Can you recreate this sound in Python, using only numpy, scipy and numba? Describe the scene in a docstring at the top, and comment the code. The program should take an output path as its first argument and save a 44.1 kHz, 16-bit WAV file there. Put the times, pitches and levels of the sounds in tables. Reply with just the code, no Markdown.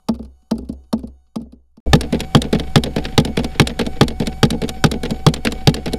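"""On a boat, microphone fixed to the hull: a motor-driven metal hammer beats a plastic kayak.
The arm bounces, is picked up again by a cam and rattles between blows. Heard softly and fading out from a
first mount, then at once from a livelier second mount, with gear whine, wallowing hull and wind rumble.
Metal is noise bursts and ringing modes, the hull a bank of panel modes, the motor overtones and gritty hiss;
wind is low noise, and blows overload the microphone."""
import sys
import numpy as np
from scipy import signal
from scipy.fft import rfft, irfft
from scipy.io import wavfile
from scipy.ndimage import uniform_filter1d
from numba import njit

SR = 44100
rng = np.random.default_rng(int(sys.argv[2]) if len(sys.argv) > 2 else 0)


def file_out(sig):
    """Save sig as 16-bit WAV at sys.argv[1]."""
    # one column per channel
    cols = np.atleast_2d(sig).T
    # limit, then scale
    lim = np.clip(cols, -1, 1)
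    pcm = np.round(lim * 32767).astype(np.int16)
    wavfile.write(sys.argv[1], SR, pcm)


N = 263718

# All contact levels are relative; scene() sets the balance of the layers.
# hammer blows: start_s [s], clack_db [dB], boom_db [dB], knock_db [dB]
BLOWS = [(0.086, -17, -16, -15.5), (0.5109, -18, -12, -17), (0.928, -17.5, -27, -17),
         (1.3573, -23, -26, -26), (1.7697, -46.5, -58, -48), (1.9324, 5.5, 1, -2.5), (2.3486, 1, -1.5, -4),
         (2.7568, 2, -3.5, -5.5), (3.1783, 2, -6, -5), (3.5968, 4, -3.5, -5), (4.0105, 1, -6.5, -4),
         (4.4307, 1, -3.5, -5.5), (4.8401, 2, -3.5, -6), (5.2648, 1.5, -3, -5.5), (5.673, 2, -1.5, -6)]
# hull panels: pitch_hz [Hz], t60_s [s], then level_db [dB] of first-mount blows, first-mount rattles,
# second-mount blows, second-mount rattles
HULL_PANELS = [(121.4, 0.04, -21.5, -2, -10, -38), (158.5, 0.065, -17, -17, 5, -0.5),
               (228, 0.09, 11, 5.5, 1.5, 2.5), (254.1, 0.13, -5.5, -1.5, -6.5, -7),
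               (295.4, .12, -18, -15.5, -18, -6.5), (338.5, 0.096, -10, -13.5, -9.5, -19),
               (393.8, 0.11, -14, -8, -13, -13), (441, .08, -22, -11.5, -4.5, -3.5),
               (479.7, 0.08, -9, -12.5, -9.5, -4), (532, 0.14, -23, -15, -21, -14.5),
               (648.3, 0.041, -14, -9.5, -8.5, -7), (819.4, 0.053, -23, -18.5, -5.5, -13),
               (865.5, 0.086, -12.5, -26.5, -18, -18.5), (1237, 0.038, -20, -31.5, -8, -54),
               (1250, 0.0083, -40, -44, -16.5, -54)]
# modes of the metal arm: pitch_hz [Hz], level_db [dB], t60_s [s]
ARM_MODES = [(1160, -8, 0.03), (1747, 0, 0.0071), (2196, -5.5, 0.01), (2620, -11, .02), (3318, 4, 0.011),
             (3730, -5.5, .02), (4547, -7.5, 0.024), (4670, -7.5, .015), (5320, -12.5, 0.015),
             (5434, -7, 0.023), (7170, -17, 0.025), (7500, -34, .014), (8460, -17.5, .01),
             (10800, -32, 0.013)]
# contact noise of the metal: freq_hz [Hz], level_db [dB per Hz]
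CRACK_SPECTRUM = [(530, 5.5), (900, -11), (2080, -5.5), (3820, 1), (4360, -4.5), (6670, -21.5),
                  (8400, -21.5), (11400, -22), (14300, -40), (15400, -62), (16400, -75)]
# motor pitch over one turn of the cam: after_blow_s [s], first_hz [Hz], later_hz (a little faster) [Hz]
CAM_PITCH = [(0, 757, 762), (.05, 750, 763), (.08, 722, 730), (.17, 731, 749), (.21, 733, 741),
             (.3, 742, 752), (.42, 757, 763)]
# motor overtones: multiple [of the fundamental], first_mount_db [dB], second_mount_db [dB]
WHINE_OVERTONES = [(1, -2, 0), (2, -16, -17), (3, -24, -12), (4, -13, -25), (5, -16, -26), (6, -16, -21),
                   (7, -23, -22), (8, -19, -40), (9, -9, -21), (10, -24, -27), (11, -37, -28),
                   (12, -17, -26), (13, -14, -32), (14, -23, -29), (15, -32, -28), (16, -36, -29),
                   (17, -45, -33), (18, -47, -35), (19, -45, -40)]
# gear and water hiss: freq_hz [Hz], level_db [dB against white noise of rms 1]
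GEAR_SPECTRUM = [(60, -39), (150, -12), (300, -36.5), (450, -34), (900, -41), (1600, -46), (3400, -47),
                 (4200, -51), (5000, -54), (6200, -56), (8500, -57), (11500, -58), (13000, -60),
                 (14600, -66), (16000, -77.5)]
# hiss level over time: start_s [s], level_db [dB]
HISS_LEVEL = [(0, -22), (1.0, -25), (1.5, -39), (1.8, -34), (1.861, -64), (1.863, 3.5), (6, -1.5)]
# overload level through the fade: start_s [s], level_db [dB]
OVERLOAD_LEVEL = [(0, -8.6), (1.0, -8.6), (1.4, -14), (1.8, -36), (1.861, -36), (1.862, -.6), (6, -.6)]
# response of the first mount to metal sounds: freq_hz [Hz], gain_db [dB]
FIRST_MOUNT_RESPONSE = [(150, -9), (700, -2), (1200, 4.5), (1800, -20), (2600, -8), (3400, -10.5),
                        (4600, 1.5), (7000, 0), (9500, 7), (12000, 6), (15000, 2.5)]
# noise of loose parts, also used for scraping: freq_hz [Hz], level_db [dB per Hz]
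BUZZ_SPECTRUM = [(500, -12.5), (900, 4), (1600, 12), (3300, 10.5), (5000, 2), (7000, -15), (12000, -21),
                 (15000, -36)]
# whine level over one turn of the cam: after_blow_s [s], level_db [dB]
WHINE_LOAD = [(0, 5), (.03, -5), (.09, -1), (.14, -4.5), (.22, -2), (.32, -0.5), (.42, -4.5)]
# cam sliding under the arm: start_s [s], level_db [dB]
SCRAPE_LEVEL = [(1.86, -89), (2.02, -57), (2.86, -56), (3.0, -44), (3.29, -54), (3.5, -46), (4.55, -68),
                (5.38, -62), (5.47, -48), (5.98, -53)]
# whine level over time: start_s [s], level_db [dB]
WHINE_FADE = [(0, -7), (1.0, -4), (1.5, -14), (1.8, -30), (1.861, -60), (1.863, 1.5), (6, 2.5)]
# rebounds of the arm, second mount: start_s [s], clack_db [dB], knock_db [dB]
REBOUNDS = [(2.0091, -3.5, -17), (2.4173, -3, -17), (2.836, -3, -15.5), (3.249, -7, -16),
            (3.6713, -1.5, -21), (4.0805, -7, -22), (4.504, -4, -13.5), (4.9137, -5, -16),
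            (5.3377, -3.5, -22), (5.7417, -4, -19)]
# pick-ups of the arm by the cam, second mount: start_s [s], clack_db [dB], knock_db [dB]
PICKUPS = [(2.1245, -15.5, -7.5), (2.5272, -12, -5.5), (2.9614, -15, -9.5), (3.37, -11, -6.5),
           (3.7911, -9.5, -10), (4.1988, -17, -11.5), (4.6164, -17, -13), (5.0323, -13.5, -13.5),
           (5.4493, -7, -10.5), (5.8577, -16, -13.5)]
# catches of the slack, second mount: start_s [s], clack_db [dB], knock_db [dB], treble_db [dB against clack]
CATCHES = [(2.2039, -5.5, -19, -7), (2.5961, -6, -14.5, -19), (3.0515, -6.5, -21.5, -30),
           (3.4431, -7, -15.5, -12.5), (3.8641, -11.5, -15.5, -10), (4.2699, -7, -13.5, -8),
           (4.6899, -7, -19, -5), (5.1056, -11.5, -11.5, -7.5), (5.5202, -10.5, -19, -6),
           (5.9329, -12.5, -12.5, -1.5)]
# loose knocks at the first mount, and a thump as the second mount begins: # start_s [s], clack_db [dB],
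# knock_db [dB], treble_db [dB against clack]
KNOCKS = [(0.1408, -28, -27.5, -20), (0.1505, -47, -46, 5), (0.1892, -36, -20, -19),
          (0.2265, -40, -31.5, -9), (0.2481, -39, -35, -9), (0.5532, -38, -25, -13),
          (0.5806, -33, -18.5, 0), (0.6184, -55, -30.5, -6), (0.6479, -44, -48, -12),
          (0.6885, -31, -19, -8), (0.7257, -40, -31.5, -2), (0.9785, -37, -27, -13),
          (0.9917, -39, -41.5, -3), (1.0306, -40, -21.5, -22), (1.072, -40, -35, -4),
          (1.3997, -45, -28, -21), (1.4151, -42, -31, -4), (1.4525, -70, -37.5, -11),
          (1.5219, -40.5, -34, -13), (1.861, -52, -16, -8)]
# wind rumble: freq_hz [Hz], level_db [dB per Hz]
WIND_SPECTRUM = [(2, -20), (7, 0), (16, 0), (30, -9), (45, -24), (120, -60), (1000, -110)]
# many small hull modes together: freq_hz [Hz], level_db [dB per Hz]
WASH_SPECTRUM = [(90, -30), (150, -3), (230, 0), (450, -5), (900, -20), (1600, -40), (4000, -80)]

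# Pairs below are (first mount, second mount) unless noted.
CUT_S, SILENT_S = 1.86, 1.803  # change of mount; end of the fade, silent until the change
BOOM_TOP_HZ, BRIGHT_HZ, TOP_HZ = 190, 6000, 15900
WHINE_DB = (-64, -41)  # reference rms of the overtones, before load and fade
THIN_TONE_HZ, THIN_TONE_DB = 14400, (-96, -79)  # thin tone, before load and fade
RATTLE_BODY_DB = 0.5
TRAVEL_CYCLES = (1.2, .1)  # delay of each panel in its own cycles

# colour of a contact: (treble dB against clack, buzz dB against clack), before the balance in scene()
REBOUND, PICKUP, TICK = (-7, -25), (-5, -8), (-25, -11)
CATCH_BUZZ_DB, KNOCK_BUZZ_DB = -22, -9  # against the clack
# touch beside a contact: (offset s, clack dB and knock dB against it, treble dB and buzz dB of its own)
BLOW_TOUCH_FIRST, BLOW_TOUCH = (.0213, -33, -6, -16, -17), (.02, -9, -9, -10, -24)
REBOUND_TOUCH, REBOUND_SETTLE = (.023, -15, 1, -28, -12), (.04, -32, -3, -10, -12)
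PICKUP_TOUCH, CATCH_TOUCH = (.02, -2, -3, -14, -9), (-.0102, -14, -12, -10, -17)
RELEASE_TICK_FIRST = (-.091, -33, -45, -24, -13)
TICKS_AFTER_CATCH_S = (.028, .11)  # earliest, latest of three stray ticks a turn
TICK_DB, TICK_KNOCK_DB, TICK_SCATTER_DB = -33, -34, 4

WALLOW_HZ, WALLOW_RISE_S, WALLOW_T60_S = 64.5, .033, .36
WALLOW_BLOW_DB, WALLOW_KNOCK_DB = (-13, -15), (-11, -17)  # against the knock
WALLOW_REST_DB, JOLT_WALLOW_DB = (-66, -37), -13
WIND_DB, WIND_GUST_DB, SHUDDER_DB = (-55, -26.5), 2.5, -14  # shudder is against the wallow
JOLT_S, JOLT_WIDTH_S, JOLT_DB = 1.877, .005, -7  # the second mount is shoved once
WASH_RISE_S, WASH_T60_S = .015, .29
WASH_BLOW_DB, WASH_KNOCK_DB = -25, -23  # against the knock


def undb(db):
    """dB to gain."""
    return 10 ** (np.asarray(db) / 20)


def curve(s, values):
    """Points joined by straight lines, one value a sample."""
    return np.interp(np.arange(N) / SR, s, values)


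def shape(x, points):
    """Filter a sound by (Hz, dB) points, straight over log frequency."""
    hz, db = np.transpose(points)
    f = np.maximum(np.fft.rfftfreq(N, 1 / SR), 1)
    gain = undb(np.interp(np.log(f), np.log(hz), db))
    return irfft(rfft(x) * gain, N)


def coloured(points):
    """Noise of rms 1 with the given spectrum."""
    x = shape(rng.standard_normal(N), points)
    return x / x.std()


def grains(grain_db, size):
    """Uneven grains of the given length in samples, rms 1."""
    steps = np.repeat(rng.standard_normal(N // size + 1), size)[:N]
    g = uniform_filter1d(undb(grain_db * steps), size=size // 2)
    return g / np.sqrt(np.mean(g ** 2))


def walk(size):
    """Slow random wander, spread 1."""
    x = uniform_filter1d(uniform_filter1d(rng.standard_normal(N), size), size)
    return x / x.std()


def train(s, size):
    """An impulse of the given size at each time."""
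    x = np.zeros(N)
    np.add.at(x, np.clip((s * SR).astype(int), 0, N - 1), size)
    return x


def ring(x, hz, t60):
    """One mode: a unit impulse gives a sine decaying from height 1."""
    r = np.exp(-np.log(1000) / (t60 * SR))
    w = 2 * np.pi * hz / SR
    return signal.lfilter([0, r * np.sin(w)], [1, -2 * r * np.cos(w), r * r], x)


def burst(x, rise_s, t60):
    """Envelope that rises and decays after each impulse."""
    t = np.arange(int(.15 * SR)) / SR
    pulse = (1 - np.exp(-t / rise_s)) * 1000 ** (-t / t60)
    return np.abs(signal.fftconvolve(x, pulse / pulse.max())[:N])


def motor_hiss():
    """Gears and water make a gritty hiss: coloured noise in uneven grains."""
    return undb(curve(*np.transpose(HISS_LEVEL))) * grains(2.1, size=300) * shape(rng.standard_normal(N), GEAR_SPECTRUM)


def whine():
    """The motor sags as the cam takes the load and climbs back until the arm drops; a thin tone rides along."""
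    t, blows = np.arange(N) / SR, np.array(BLOWS)[:, 0]
    turn_s = CAM_PITCH[-1][0]
    first, again = t < CUT_S, blows[blows > CUT_S][0]
    # time since the last blow; before the first blow at each mount, count back from the end of a turn
    since = t - np.r_[blows[0] - turn_s, blows][np.searchsorted(blows, t)]
    since = np.where(~first & (t < again), t - again + turn_s, since)
    after, first_hz, later_hz = np.transpose(CAM_PITCH)
    hz = np.where(first, np.interp(since, after, first_hz), np.interp(since, after, later_hz))
    hz = hz + 15. * uniform_filter1d(rng.standard_normal(N), size=600)
    phase, out = 2 * np.pi * np.cumsum(hz) / SR, 0
    for k, first_db, later_db in WHINE_OVERTONES:
        # each overtone flickers on its own
        flicker_db = 100. * uniform_filter1d(uniform_filter1d(rng.standard_normal(N), size=1500), size=500)
        db = np.where(first, first_db + WHINE_DB[0], later_db + WHINE_DB[1]) + flicker_db
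        out = out + np.sqrt(2) * undb(db) * np.sin(k * phase + 2 * np.pi * rng.random())
    thin_tone = np.sin(2 * np.pi * THIN_TONE_HZ * t)
    out = out + np.sqrt(2) * undb(np.where(first, *THIN_TONE_DB)) * thin_tone
    load_db = np.interp(since, *np.transpose(WHINE_LOAD))
    return out * undb(load_db + curve(*np.transpose(WHINE_FADE)))


def wallow_and_wind(blow_s, blow_db, knock_s, knock_db):
    """Every contact sets the whole hull wallowing near one pitch; wind rumbles below it."""
    first = np.arange(N) / SR < CUT_S
    # doubled dB: kicks add as powers
    kicks = (train(blow_s, undb(2 * (blow_db + np.where(blow_s < CUT_S, *WALLOW_BLOW_DB))))
             + train(knock_s, undb(2 * (knock_db + np.where(knock_s < CUT_S, *WALLOW_KNOCK_DB))))
             + train(np.array([CUT_S]), undb(2 * JOLT_WALLOW_DB)))
    t = np.arange(SR) / SR
    swell = ((1 - np.exp(-(t / WALLOW_RISE_S) ** 2)) * 1000 ** (-t / WALLOW_T60_S)) ** 2
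    swing = np.sqrt(np.abs(signal.fftconvolve(kicks, swell / swell.max())[:N]))
    hz = WALLOW_HZ + 110. * uniform_filter1d(rng.standard_normal(N), size=3000)
    wallow = np.sqrt(2) * np.sin(2 * np.pi * np.cumsum(hz) / SR)
    wind = signal.hilbert(coloured(WIND_SPECTRUM))
    wind = np.real(wind) / (.4 + np.abs(wind)) * 1.9  # evened out to rms near 1
    rest = undb(np.where(first, *WALLOW_REST_DB) + 3.5 * walk(size=2500))
    gusts = undb(np.where(first, *WIND_DB) + WIND_GUST_DB * walk(size=2500))
    jolt = -undb(JOLT_DB) * np.exp(-((np.arange(N) / SR - JOLT_S) / JOLT_WIDTH_S) ** 2 / 2)
    return jolt + np.hypot(swing, rest) * wallow + np.hypot(undb(SHUDDER_DB) * swing, gusts) * wind


def clacks(s, db, treble_db, rise_s, t60, ring_db):
    """Metal chatters on contact for some ms and rings the arm; sharp contacts carry more treble."""
    noise, out = rng.standard_normal(N), 0
    crack = coloured(CRACK_SPECTRUM)
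    for band_db, kind in ((db, "low"), (db + treble_db, "high")):
        envelope = burst(train(s, undb(band_db)), rise_s, t60)
        arm = 0
        for hz, mode_db, mode_t60 in ARM_MODES:
            if (hz > BRIGHT_HZ) == (kind == "high"):
                arm = arm + undb(mode_db) * ring(envelope * noise, hz, mode_t60) / np.sqrt(mode_t60 * SR)
        band = signal.butter(4, BRIGHT_HZ, kind, fs=SR, output="sos")
        out = out + envelope * signal.sosfilt(band, crack) + undb(ring_db) * arm
    return out


def buzz(s, db, t60):
    """Loose parts jitter while the hull shakes: grainy noise decaying after each contact."""
    return burst(train(s, undb(db)), .004, t60) * grains(4., size=100) * coloured(BUZZ_SPECTRUM)


def hull(s, boom_db, knock_db, scatter_db, spread_s, order):
    """Bending waves reach the mount later the lower they are; loose contacts strike each panel differently."""
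    out, chance = 0, rng.standard_normal((len(s), len(HULL_PANELS), 2))
    for k, (hz, t60, *gains_db) in enumerate(HULL_PANELS):
        panel_db = np.where(s < CUT_S, gains_db[order], gains_db[2 + order])  # order: 0 blows, 1 rattles
        db = panel_db + (boom_db if hz < BOOM_TOP_HZ else knock_db)
        late = s + np.where(s < CUT_S, *TRAVEL_CYCLES) / hz + spread_s * np.abs(chance[:, k, 1])
        # each panel is driven for part of a cycle, so it swells before it decays
        t = np.arange(int(.7 * SR / hz))
        drive = np.hanning(len(t)) * np.cos(2 * np.pi * hz * (t - len(t) / 2) / SR)
        hits = train(late, undb(db + scatter_db * chance[:, k, 0]))
        push = signal.fftconvolve(hits, drive / drive.sum())[:N]
        out = out - ring(push, hz, t60)
    return signal.sosfilt(signal.butter(4, 108., "high", fs=SR, output="sos"), out)


def wash(s, db):
    """The hollow hull murmurs on after each contact, its many small modes heard as grainy noise."""
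    t = np.arange(SR // 2) / SR
    tail = (1 - np.exp(-t / WASH_RISE_S)) ** 2 * 1000 ** (-2 * t / WASH_T60_S)
    power = np.abs(signal.fftconvolve(train(s, undb(2 * db)), tail / tail.max())[:N])
    return np.sqrt(power) * grains(2.5, size=500) * coloured(WASH_SPECTRUM)


def with_colour(rows, *colour):
    """Append the same colour columns to every contact."""
    return np.c_[rows, np.tile(colour, (len(rows), 1))]


def touch(rows, rule):
    """A second touch beside each contact, offset in time and level."""
    return with_colour(np.array(rows)[:, :3] + rule[:3], *rule[3:])


def contacts():
    """All lesser contacts of the arm as rows (start_s, clack_db, knock_db, treble_db, buzz_db)."""
    blows = np.array(BLOWS)[:, [0, 1, 3]]
    first = blows[:, 0] < CUT_S
    caught = np.repeat(np.array(CATCHES)[:, 0], 3)
    chance = rng.random((len(caught), 2))
    early, late = TICKS_AFTER_CATCH_S
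    tick_s = caught + early + (late - early) * chance[:, 0]
    scatter_db = TICK_SCATTER_DB * (2 * chance[:, 1] - 1)
    ticks = np.c_[tick_s, TICK_DB + scatter_db, TICK_KNOCK_DB + scatter_db]
    rows = np.vstack([
        touch(blows[first], RELEASE_TICK_FIRST), touch(blows[first], BLOW_TOUCH_FIRST),
        with_colour(KNOCKS, KNOCK_BUZZ_DB), touch(blows[~first], BLOW_TOUCH),
        with_colour(REBOUNDS, *REBOUND), touch(REBOUNDS, REBOUND_TOUCH), touch(REBOUNDS, REBOUND_SETTLE),
        with_colour(PICKUPS, *PICKUP), touch(PICKUPS, PICKUP_TOUCH),
        with_colour(CATCHES, CATCH_BUZZ_DB), touch(CATCHES, CATCH_TOUCH), with_colour(ticks, *TICK)])
    return rows[(rows[:, 0] > 0) & (rows[:, 0] < N / SR)]


def scrape():
    """The cam slides under the arm: gritty noise between the knocks, at the second mount only."""
    s, db = np.transpose(SCRAPE_LEVEL)
    level = (np.arange(N) / SR > s[0]) * undb(curve(s, db))
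    return level * grains(3.5, size=200) * coloured(BUZZ_SPECTRUM)


def scene():
    """Blows, rattles, motor and low end as they reach the microphone on the boat."""
    t = np.arange(N) / SR
    blow_s, clack_db, boom_db, blow_db = np.transpose(BLOWS)
    metal = clacks(blow_s, clack_db - 3, -2.5, 0.0002, 0.026, 7.0)
    metal = metal + buzz(blow_s, blow_db - 12, 0.055)
    body = undb(10.5) * hull(blow_s, boom_db, blow_db, 1.0, .0001, order=0)
    # lesser contacts: softer onset, more treble, more scatter
    s, clack_db, knock_db, treble_db, buzz_db = contacts().T
    metal = metal + clacks(s, clack_db - 12, treble_db + 20.5, 0.0018, 0.019, 2.4)
    metal = metal + buzz(s, clack_db + buzz_db, 0.048)
    body = body + undb(RATTLE_BODY_DB) * hull(s, knock_db, knock_db, 2.5, .004, order=1)
    body = body + wash(np.r_[blow_s, s], np.r_[blow_db + WASH_BLOW_DB, knock_db + WASH_KNOCK_DB])
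    metal = metal + motor_hiss() + scrape()
    metal = np.where(t < CUT_S, shape(metal, FIRST_MOUNT_RESPONSE), metal)
    lows = wallow_and_wind(blow_s, blow_db, s, knock_db)
    audible = (t < SILENT_S) | (t > CUT_S)
    return (audible * (metal + body + whine() + lows))[None]


@njit
def follow(x, attack, release):
    """Level detector, quick up and slow down."""
    e, y = 1e-6, np.empty(len(x))
    for i in range(len(x)):
        e += (abs(x[i]) - e) * (attack if abs(x[i]) > e else release)
        y[i] = e
    return y


def record(dry):
    """At the microphone, gain control ducks after loud blows, the peaks overload, the top is cut."""
    top = undb(curve(*np.transpose(OVERLOAD_LEVEL)))
    x = dry[0] / top
    level = follow(x, 1 / (0.015 * SR), 1 / (.08 * SR))  # 15 ms up, 80 ms down
    x = x * np.minimum(1, undb(-27) / level) ** 0.19
    x = x / (1 + np.abs(x) ** 4) ** (1 / 4)  # soft overload
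    return signal.sosfilt(signal.ellip(12, .2, 100, TOP_HZ, fs=SR, output="sos"), top * x)[None]


dry = scene()
out = record(dry)
file_out(out)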